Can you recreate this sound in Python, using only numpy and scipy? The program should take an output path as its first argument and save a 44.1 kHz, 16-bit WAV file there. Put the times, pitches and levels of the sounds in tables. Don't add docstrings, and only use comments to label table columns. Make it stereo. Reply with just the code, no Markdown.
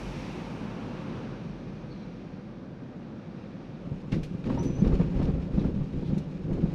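import sys
import numpy as np
from scipy import signal
from scipy.fft import irfft, next_fast_len
from scipy.io import wavfile
from scipy.ndimage import uniform_filter1d

SR = 44100
rng = np.random.default_rng(int(sys.argv[2]) if len(sys.argv) > 2 else 0)


def unload_audio(sound):
    columns = np.transpose(np.atleast_2d(sound))
    steps = np.round(np.clip(columns, -1, 1) * 32767)
    wavfile.write(sys.argv[1], SR, steps.astype(np.int16))


N = 297234
TIME = np.arange(N) / SR
PORT_LAG_S = 0.00043


def from_db(db):
    return 10 ** (np.asarray(db) / 20)


def rms_one(x):
    return x / np.sqrt(np.mean(x ** 2) + 1e-20)


def filtered(x, order, hz, kind="low"):
    return signal.sosfilt(signal.butter(order, hz, kind, fs=SR, output="sos"), x)


def in_time(rows):
    s, *columns = np.transpose(rows)
    return [np.interp(TIME, s, column) for column in columns]


def at_hz(points, freqs):
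    hz, value = np.transpose(points)
    return np.interp(np.log(freqs), np.log(hz), value)


def cabin_colour(freqs, ripple_db=2.5, width_hz=28):
    ripple = np.interp(freqs / width_hz, np.arange(4000), rng.standard_normal(size=4000))
    return ripple_db * ripple * np.clip(freqs / 4000, 0, 1)


# freq_hz, direct_share (sound straight from the sides)
DIRECT = [(60, 1), (200, 1), (450, 0.94), (1100, 0.44), (2300, 0.32), (3300, 0.37), (4500, 0.088),
          (8000, 0.052)]
# freq_hz, width_hz, gain_db
CROSS_WAVES = [(660, 70, 1), (920, 81, 5.5), (1120, 150, 8.5), (1380, 70, 8)]


def cabin_noise(spectrum, tilt_db=0, from_right=0, standing=1, size=N):
    freqs = np.maximum(np.fft.rfftfreq(2 * next_fast_len(size // 2 + 1), 1 / SR), 1)
    octaves_outside = np.abs(np.log2(freqs / np.clip(freqs, spectrum[0][0], spectrum[-1][0])))
    shape_db = at_hz(spectrum, freqs) - 20 * octaves_outside + tilt_db * np.log2(freqs)
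    gain = from_db(shape_db + cabin_colour(freqs))

    turn = 2 * np.pi * freqs * PORT_LAG_S
    lean = np.clip(from_right, -1, 1)
    alike = np.clip(at_hz(DIRECT, freqs), 0, 1) * (np.cos(turn) + 1j * lean * np.sin(turn))
    real, imaginary = rng.standard_normal((2, 2, len(freqs)))
    left, diffuse = (real + 1j * imaginary) * gain
    right = alike * left + np.sqrt(np.maximum(1 - np.abs(alike) ** 2, 0)) * diffuse

    across_db = sum(db / (1 + (2 * (freqs - hz) / width) ** 2) ** 2 for hz, width, db in CROSS_WAVES)
    difference = from_db(standing * across_db) * (left - right)
    return rms_one(irfft(left + right + difference * [[1], [-1]])[:, :size])


def steady(x, size):
    return x / np.sqrt(uniform_filter1d(np.mean(x ** 2, axis=0), size) + 1e-9)


def grains(per_s, fade_s, spread_db):
    strength_db = abs(spread_db) * np.minimum(rng.exponential(1, N), 3)
    hits = (rng.random(N) < per_s / SR) * from_db(strength_db) ** 2
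    power = signal.lfilter([1], [1, -np.exp(-1 / (fade_s * SR))], hits + 1e-12)
    return rms_one(np.sqrt(power))


def ring(clicks, hz, t60_s):
    r, w = from_db(-60 / (t60_s * SR)), 2 * np.pi * hz / SR
    return signal.lfilter([0, np.sin(w)], [1, -2 * r * np.cos(w), r * r], clicks + 1e-18)


def swell(start_s, hold_s, attack_s, t60_s):
    age = np.maximum(TIME - start_s, 0)
    return (1 - np.exp(-age / attack_s)) * from_db(-60 * np.clip((age - hold_s) / t60_s, 0, 4))


def burst(start_s, attack_s, t60_s):
    return swell(start_s, 0, attack_s, t60_s)


# time_s, sway_db, hum_db
ROLL = [(0.12, -42, -38), (0.28, -50, -37.5), (1.15, -53, -36.5), (1.55, -49.5, -39), (2.05, -54, -40.5),
        (2.6, -57.5, -42), (3.2, -61, -41), (3.85, -55, -41.5)]
# time_s, rush_db, hiss_db
TRAFFIC = [(0, -48, -57.5), (0.2, -48.5, -50.5), (0.7, -48, -58), (1.15, -49, -56), (1.6, -53.5, -60.5),
           (2.15, -55, -60.5), (2.7, -55.5, -67), (3.45, -54, -63), (3.85, -55.5, -62.5)]
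# freq_hz, density_db (per Hz)
SWAY = [(18, -14), (33, -6), (44, 12.5), (60, -5), (80, -9), (110, -20)]
HUM = [(55, -28), (82, -14.5), (102, -5.5), (150, -2.5), (195, -1), (245, -4), (295, -8.5), (350, -8.5),
       (420, -14), (500, -11), (600, -15), (750, -32), (1000, -27)]
RUSH = [(300, -26), (520, -3.5), (640, -4.5), (750, 0), (1020, -4.5), (1320, -5.5), (1500, -8.5),
        (1750, -11.5), (1900, -16.5), (2600, -20.5), (4000, -24)]
HISS = [(1200, -11), (1900, -3), (2450, 0.5), (3000, -5.5), (3700, -3), (4400, -10.5), (5100, -10),
        (5800, -12), (6500, -16.5), (7400, -30), (10000, -31.5), (13500, -56)]
AIR = [(2200, 1), (2650, -0.5), (3200, -7), (4500, -8.5), (5700, -4.5), (7000, -14), (10000, -20),
       (13500, -27.5)]


def smooth_road():
    sway_db, hum_db = in_time(ROLL)
    rush_db, hiss_db = in_time(TRAFFIC)
    sway = from_db(sway_db) * steady(cabin_noise(SWAY), size=9000)
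    hum = from_db(hum_db + 1.0) * steady(cabin_noise(HUM), size=11000)
    rush = from_db(rush_db + 5.0) * cabin_noise(RUSH, from_right=0.22)
    hiss = from_db(hiss_db + 1.5) * cabin_noise(HISS, from_right=0.38)
    air = from_db(-52.0 - 15.0 * TIME) * cabin_noise(AIR, from_right=0.96)
    return sway + hum + rush + (hiss + air) * from_db([[-.8], [.5]])


# freq_hz, density_db (per Hz)
ROAR = [(480, -15), (600, -2.5), (740, -6), (880, 3.5), (1130, -6), (1300, -9), (1500, -19), (1950, -21),
        (2500, -10), (2950, -13), (3400, -20)]
ROAR_ABREAST = [(900, -6), (1040, 8), (1170, 6.5), (1330, 5), (1480, 1), (1750, -4), (2000, -22),
                (2800, -14), (3400, -17)]


def passing(fade_s=1.22, fade_width_s=0.15, abreast_s=1.08, abreast_width_s=0.4):
    nearness = 1 / (1 + np.exp(np.minimum((TIME - fade_s) / fade_width_s, 30)))
    abreast = np.exp(-((TIME - abreast_s) / abreast_width_s) ** 2)
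    roar = from_db(-45.5) * nearness * cabin_noise(ROAR, from_right=0.68)
    upper_roar = from_db(-46.5) * abreast * cabin_noise(ROAR_ABREAST, from_right=0.99)
    upper_roar = upper_roar * grains(per_s=250, fade_s=.014, spread_db=0.0)
    return roar * from_db([[-.8], [.5]]) + upper_roar * from_db([[1.3], [-1.1]])


# middle_s, pitch_hz, half_width_hz, level_db, length_s
CHIRPS = [(1.86, 1340, 220, -60, .08), (1.922, 4250, 200, -57.5, 0.03), (2.0, 4050, 240, -65, 0.18),
          (3.393, 910, 110, -57, .08), (3.4, 2600, 190, -64, 0.13), (3.418, 5120, 12, -72.5, .08),
          (4.95, 7000, 190, -68, .033), (5.024, 7000, 130, -70, 0.027), (5.604, 3670, 400, -56.5, 0.046),
          (6.07, 3700, 600, -59, 0.11), (6.185, 4160, 97, -62, .017)]


def chirps():
    out, white = np.zeros((2, N)), rng.standard_normal((2, N))
    for middle_s, hz, half_width_hz, level_db, length_s in CHIRPS:
        near = np.abs(TIME - middle_s) < 2 * length_s
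        tone = filtered(white[:, near], 2, [hz - half_width_hz, hz + half_width_hz], "band")
        bell = np.exp(-(2 * (TIME[near] - middle_s) / length_s) ** 2)
        out[:, near] += from_db(level_db) * bell * rms_one(tone)
    return out


# time_s, pitch_hz, level_db, overtone_db (relative to the fundamental)
SQUEAK = [(4.582, 5680, -54, -42), (4.597, 5870, -44, -43.5), (4.607, 5935, -47.5, -46),
          (4.64, 5940, -52, -46), (4.669, 5990, -51.5, -42), (4.705, 5980, -55, -40),
          (4.735, 5994, -60, -37), (4.765, 6030, -52, -37), (4.79, 6060, -58, -33), (4.809, 6105, -51, -37)]
SQUEAK_HOLD_S, SQUEAK_ATTACK_S, SQUEAK_T60_S = 0.229, .004, .05


def squeak(jitter=.0007, flutter_db=2.5):
    hz, level_db, overtone_db = in_time(SQUEAK)
    waver = rms_one(filtered(rng.standard_normal((3, N)), 2, 70))
    phase = 2 * np.pi * np.cumsum(hz * (1 + jitter * waver[0])) / SR
    phase = phase - 2 * np.pi * hz * PORT_LAG_S * np.array([[1], [0]])
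    tone = np.sin(phase) + from_db(overtone_db) * np.sin(2 * phase)
    sounding = swell(SQUEAK[0][0], SQUEAK_HOLD_S, SQUEAK_ATTACK_S, SQUEAK_T60_S)
    return sounding * tone * from_db(level_db + flutter_db * waver[1:] + np.array([[-3.0], [6.0]]))


# start_s, level_db, brightness_db_per_octave, t60_s
CLACKS = [(4.116, -45, 1, 0.058), (4.12, -34, -1, 0.13), (4.141, -46.5, 2.5, 0.24), (4.231, -41, 4.5, 0.11),
          (4.25, -56, 4, 0.2), (4.44, -34.5, -4, 0.031), (4.494, -44, 0, 0.032), (4.628, -48.5, 7, 0.21),
          (4.848, -31, -6, 0.034), (4.872, -43, 2, 0.083), (4.94, -48, -1.5, 0.15), (4.952, -38, 0, 0.035),
          (5.012, -43.5, -7, 0.32), (5.225, -47.5, 1.5, 0.24), (5.252, -44, 0, 0.054),
          (5.591, -51, 1, 0.24), (6.178, -46.5, 7.5, 0.088), (6.529, -51, 4.5, 0.097)]
# freq_hz, density_db (per Hz)
TRIM = [(900, 1), (1600, 3.5), (1950, 0), (2400, 2.5), (3000, 0), (3800, -1), (4600, -7), (5800, -8.5),
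        (7300, -19), (10000, -26.5), (13500, -37.5)]


def clacks():
    out = np.zeros((2, N))
    for start_s, level_db, bright_db, t60_s in CLACKS:
        start = int(start_s * SR)
        end = min(start + SR // 2, N)
        envelope = burst(start_s, attack_s=0.0016, t60_s=t60_s)[start:end]
        out[:, start:end] += from_db(level_db) * envelope * cabin_noise(TRIM, bright_db, size=end - start)
    return out


def buzzing(shake, depth=0.18):
    swing = np.cos(np.angle(signal.hilbert(shake, next_fast_len(N))[:N]))
    return rms_one(np.exp(depth * swing))


# start_s, on_paint_s, rumble_db, boom_db, drone_db, scrub_db
STRIPES = [(3.905, 0.044, -40, -47.5, -60, -62), (4.116, 0.082, -29.5, -36.5, -35, -54),
           (4.21, 0.026, -51, -41, -58, -66), (4.451, 0.11, -29.5, -37.5, -33, -43),
           (4.572, 0.12, -28.5, -39, -34.5, -47.5), (4.834, 0.12, -29, -29, -32.5, -44),
           (4.984, 0.042, -32, -38, -34, -48), (5.145, 0.045, -38, -42, -34, -47),
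           (5.183, 0.12, -35, -30, -35, -44.5), (5.335, 0.042, -33, -29.5, -36, -52),
           (5.53, 0.17, -30.5, -33.5, -33, -51), (5.732, 0.088, -27, -36.5, -48, -67),
           (5.928, 0.057, -32.5, -35.5, -35.5, -55), (6.059, 0.12, -29, -41.5, -48, -52),
           (6.44, 0.065, -36, -38, -44, -68), (6.478, 0.17, -34.5, -40, -35.5, -52.5)]
# time_s, coarseness_db
COARSENESS = [(3.85, -8.5), (4.4, -7), (4.75, 2), (5.05, 4), (5.48, -1.5), (5.8, -3), (6.33, -4.5),
              (6.74, 1)]
STRIPE_ATTACK_S = 0.0033


def shaking_db(bed, stripe_db, lead_s, t60_s):
    bed_db, follows = bed
    coarse_db, = in_time(COARSENESS)
    power = from_db(bed_db + follows * coarse_db) ** 2
    for (start_s, on_paint_s, *_), db in zip(STRIPES, stripe_db):
        envelope = swell(start_s - lead_s, on_paint_s + lead_s, STRIPE_ATTACK_S, t60_s)
        power = power + (from_db(db) * envelope) ** 2
    return 10 * np.log10(power)


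# freq_hz, density_db (per Hz)
BOOM = [(12, -9), (24, 0), (33, -4.5), (42, -4.5), (52, -6), (66, -3.5), (85, -7), (105, -16.5), (130, -32)]
RUMBLE = [(60, -22), (95, -10.5), (125, 2), (165, 2.5), (205, 2.5), (232, -10), (280, -12.5), (400, -18),
          (600, -31)]
CABIN_RING = [(125, -20), (148, -5), (163, -1.5), (176, -6.5), (194, -5.5), (215, -25.5)]
PANELS = [(200, -17), (265, 6), (305, -5.5), (335, 0.5), (385, -3.5), (440, -9), (545, -9), (640, -23)]
SCRUB = [(330, -13.5), (470, 0.5), (560, 0), (640, -7), (800, -5.5), (1000, -9.5), (1180, -10), (1450, -17),
         (1800, -23.5), (2600, -35), (4000, -41)]
# (level_db, share of the coarseness followed)
BOOM_BED, RUMBLE_BED, DRONE_BED = (-42.5, 1.3), (-31.5, 0.8), (-39.5, 0.79)
SCRUB_BED, CHATTER_BED = (-48, .3), (-59, 0.39)
STRIPE_T60_S = 0.13
BOOM_LEAD_S, BOOM_T60_S = 0.004, 0.28
CHATTER_UNDER_SCRUB_DB = -13.5


def striped_road():
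    _, _, rumbles, booms, drones, scrubs = np.transpose(STRIPES)
    boom_db = shaking_db(BOOM_BED, booms, BOOM_LEAD_S, BOOM_T60_S)
    rumble_db = shaking_db(RUMBLE_BED, rumbles, 0, STRIPE_T60_S)
    drone_db = shaking_db(DRONE_BED, drones, 0, STRIPE_T60_S)
    scrub_db = shaking_db(SCRUB_BED, scrubs, 0, STRIPE_T60_S)
    chatter_db = shaking_db(CHATTER_BED, scrubs + CHATTER_UNDER_SCRUB_DB, 0, STRIPE_T60_S)

    boom = from_db(boom_db) * steady(cabin_noise(BOOM), size=3500)
    broad_rumble = from_db(rumble_db - 3.5) * steady(cabin_noise(RUMBLE), size=1800)
    air_ring = from_db(rumble_db - 6.0) * steady(cabin_noise(CABIN_RING), size=1800)
    rumble = broad_rumble + air_ring
    drone = from_db(drone_db - 0.5) * steady(cabin_noise(PANELS, from_right=0.5), size=1400)
    scrub = from_db(scrub_db + 2.5) * cabin_noise(SCRUB, from_right=0.39, standing=0.78)
    scrub = scrub * grains(per_s=520, fade_s=0.026, spread_db=5.0)
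    chatter = from_db(chatter_db + 4.0) * cabin_noise(TRIM, standing=0.79)
    chatter = chatter * grains(per_s=390, fade_s=0.02, spread_db=2.5) * buzzing(rumble[0])
    return boom + rumble + drone + scrub + chatter


# freq_hz, level_db, t60_s
PANEL_MODES = [(460, 2, .07), (558, -2.5, .08), (664, -1.5, .07), (756, -10, .07), (890, -4, .05),
               (930, 1, 0.16), (1095, -13, .08), (1140, -16.5, .06), (1310, -10, 0.054), (1320, -15, .05)]


def slaps(smack_db=-1.0, ring_db=-7.0, mode_spread_db=4.5):
    start_s, _, _, slap_db, _ = np.transpose(KNOCKS)
    envelope = sum(from_db(db) * burst(s, attack_s=0.0017, t60_s=0.067) for s, db in zip(start_s, slap_db))
    rings = 0
    for hz, mode_db, t60_s in PANEL_MODES:
        pushes = np.zeros(N)
        signs = rng.choice([-1, 1], len(start_s))
        luck_db = mode_spread_db * rng.standard_normal(len(start_s))
        pushes[(start_s * SR).astype(int)] = signs * from_db(slap_db + ring_db + mode_db + luck_db)
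        rings = rings + filtered(ring(pushes, hz, t60_s), 1, [0.85 * hz, 1.76 * hz], "band")
    at_ports = np.array([np.interp(TIME - PORT_LAG_S, TIME, rings), rings])
    smack = cabin_noise(SCRUB, tilt_db=3.0, from_right=0.28, standing=.7)
    return at_ports + from_db(smack_db) * envelope * smack


# start_s, push_db
THUDS = [(4.122, -38), (4.856, -15), (4.927, -17.5), (4.997, -24), (5.15, -17.5), (5.283, -24),
         (5.53, -21.5), (5.655, -26), (6.514, -26), (6.63, -22)]
THUD_HZ, THUD_T60_S, THUD_SOFT_HZ = 51, 0.19, 90


def thuds():
    start_s, push_db = np.transpose(THUDS)
    pushes = np.zeros(N)
    pushes[(start_s * SR).astype(int)] = from_db(push_db)
    return filtered(ring(pushes, THUD_HZ, THUD_T60_S), 2, THUD_SOFT_HZ)


# start_s, level_db, hardness_db_per_octave, slap_db (tread), pitch_hz (thump)
KNOCKS = [(2.824, -32, 5, -55, 177), (3.868, -27.5, 0, -58, 176), (3.917, -21.5, -14, -46, 176),
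          (4.074, -27.5, -1, -49, 170), (4.121, -17.5, -10, -36.5, 184), (4.136, -19, -7, -37, 138),
          (4.16, -20.5, 5.5, -52, 194), (4.305, -23.5, -2, -54, 175), (4.342, -20.5, 1, -42, 153),
          (4.469, -17.5, 5, -48, 168.5), (4.486, -19, 5.5, -45, 172.5), (4.498, -25, 10, -25.5, 176),
          (4.504, -22.5, -3, -42, 225), (4.545, -18.5, -5, -42, 175), (4.575, -23.5, 7, -31.5, 164),
          (4.655, -17.5, 5, -51, 156), (4.695, -16.5, 1.5, -51, 160), (4.783, -18.5, -8, -48, 150),
          (4.819, -10.5, -6.5, -50, 186), (4.843, -22, 12, -31.5, 142), (4.862, -17, 5, -35.5, 207),
          (4.881, -21, -8, -46, 164), (4.921, -24, 5, -33.5, 182), (4.927, -15, 3, -43, 160),
          (4.997, -15, -2, -28.5, 164.5), (5.011, -32, 9, -33, 175), (5.076, -27.5, 9.5, -40, 184),
          (5.193, -15, 1, -32, 164), (5.215, -17, -10, -29.5, 184), (5.278, -21.5, 12, -38, 150),
          (5.285, -19.5, 1, -49, 163), (5.575, -14.5, -1, -32.5, 189), (5.645, -27, 11.5, -35.5, 218),
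          (5.664, -29, 3, -46, 187), (5.933, -36, 15.5, -45, 176), (6.024, -22, 11, -38.5, 140),
          (6.092, -24, -2, -50, 150), (6.124, -13.5, -3, -40, 169), (6.167, -24, 5, -39, 184),
          (6.51, -23, 3, -34.5, 183), (6.581, -26.5, 9.5, -49, 236), (6.633, -11, -4.5, -52, 186),
          (6.653, -30, 6, -37.5, 197)]
# freq_hz, level_db, t60_s
BODY_MODES = [(42, -46.5, 0.045), (138.7, 2, 0.024), (176.7, 6, 0.052), (204, 3, 0.035), (287, -5, 0.037),
              (344, -12, 0.045), (404, -23, 0.049), (510, -23, 0.049)]
KNOCK_HZ = 173.1


def knocks(soft_hz=470, mode_spread_db=1.5, side_spread_db=1.1):
    out, push = np.zeros((2, N + SR)), signal.unit_impulse(SR // 4)
    for start_s, level_db, hardness_db, _, pitch_hz in KNOCKS:
        start, shift = int(start_s * SR), pitch_hz / KNOCK_HZ
        for k, (hz, mode_db, t60_s) in enumerate(BODY_MODES):
            luck_db = mode_spread_db * rng.standard_normal() + side_spread_db * rng.standard_normal((2, 1))
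            gain = from_db(level_db + mode_db + 1.5 + hardness_db * np.log2(hz / KNOCK_HZ) + luck_db)
            radiated = filtered(ring(push, hz * shift, t60_s), 1, 0.46 * hz, "high")
            out[:, start:start + len(push)] += (-1) ** k * gain * radiated
    return filtered(out[:, :N], 2, soft_hz)


STRIPES_FROM_S, STRIPES_FADE_S = 3.8, 0.092


def scene():
    on_stripes = np.clip((TIME - STRIPES_FROM_S) / STRIPES_FADE_S, 0, 1)
    road = np.sqrt(1 - on_stripes) * smooth_road() + np.sqrt(on_stripes) * striped_road()
    impacts = knocks() + thuds() + slaps() + clacks()
    return (road + passing() + impacts + chirps()) * from_db([[-.8], [.7]]) + squeak()


CUTOFF_HZ = 13600


def record(dry):
    thinned = filtered(dry, 2, 16, "high")
    return signal.sosfilt(signal.ellip(10, .1, 80, CUTOFF_HZ, fs=SR, output="sos"), thinned)


dry = scene()
out = record(dry)
unload_audio(out)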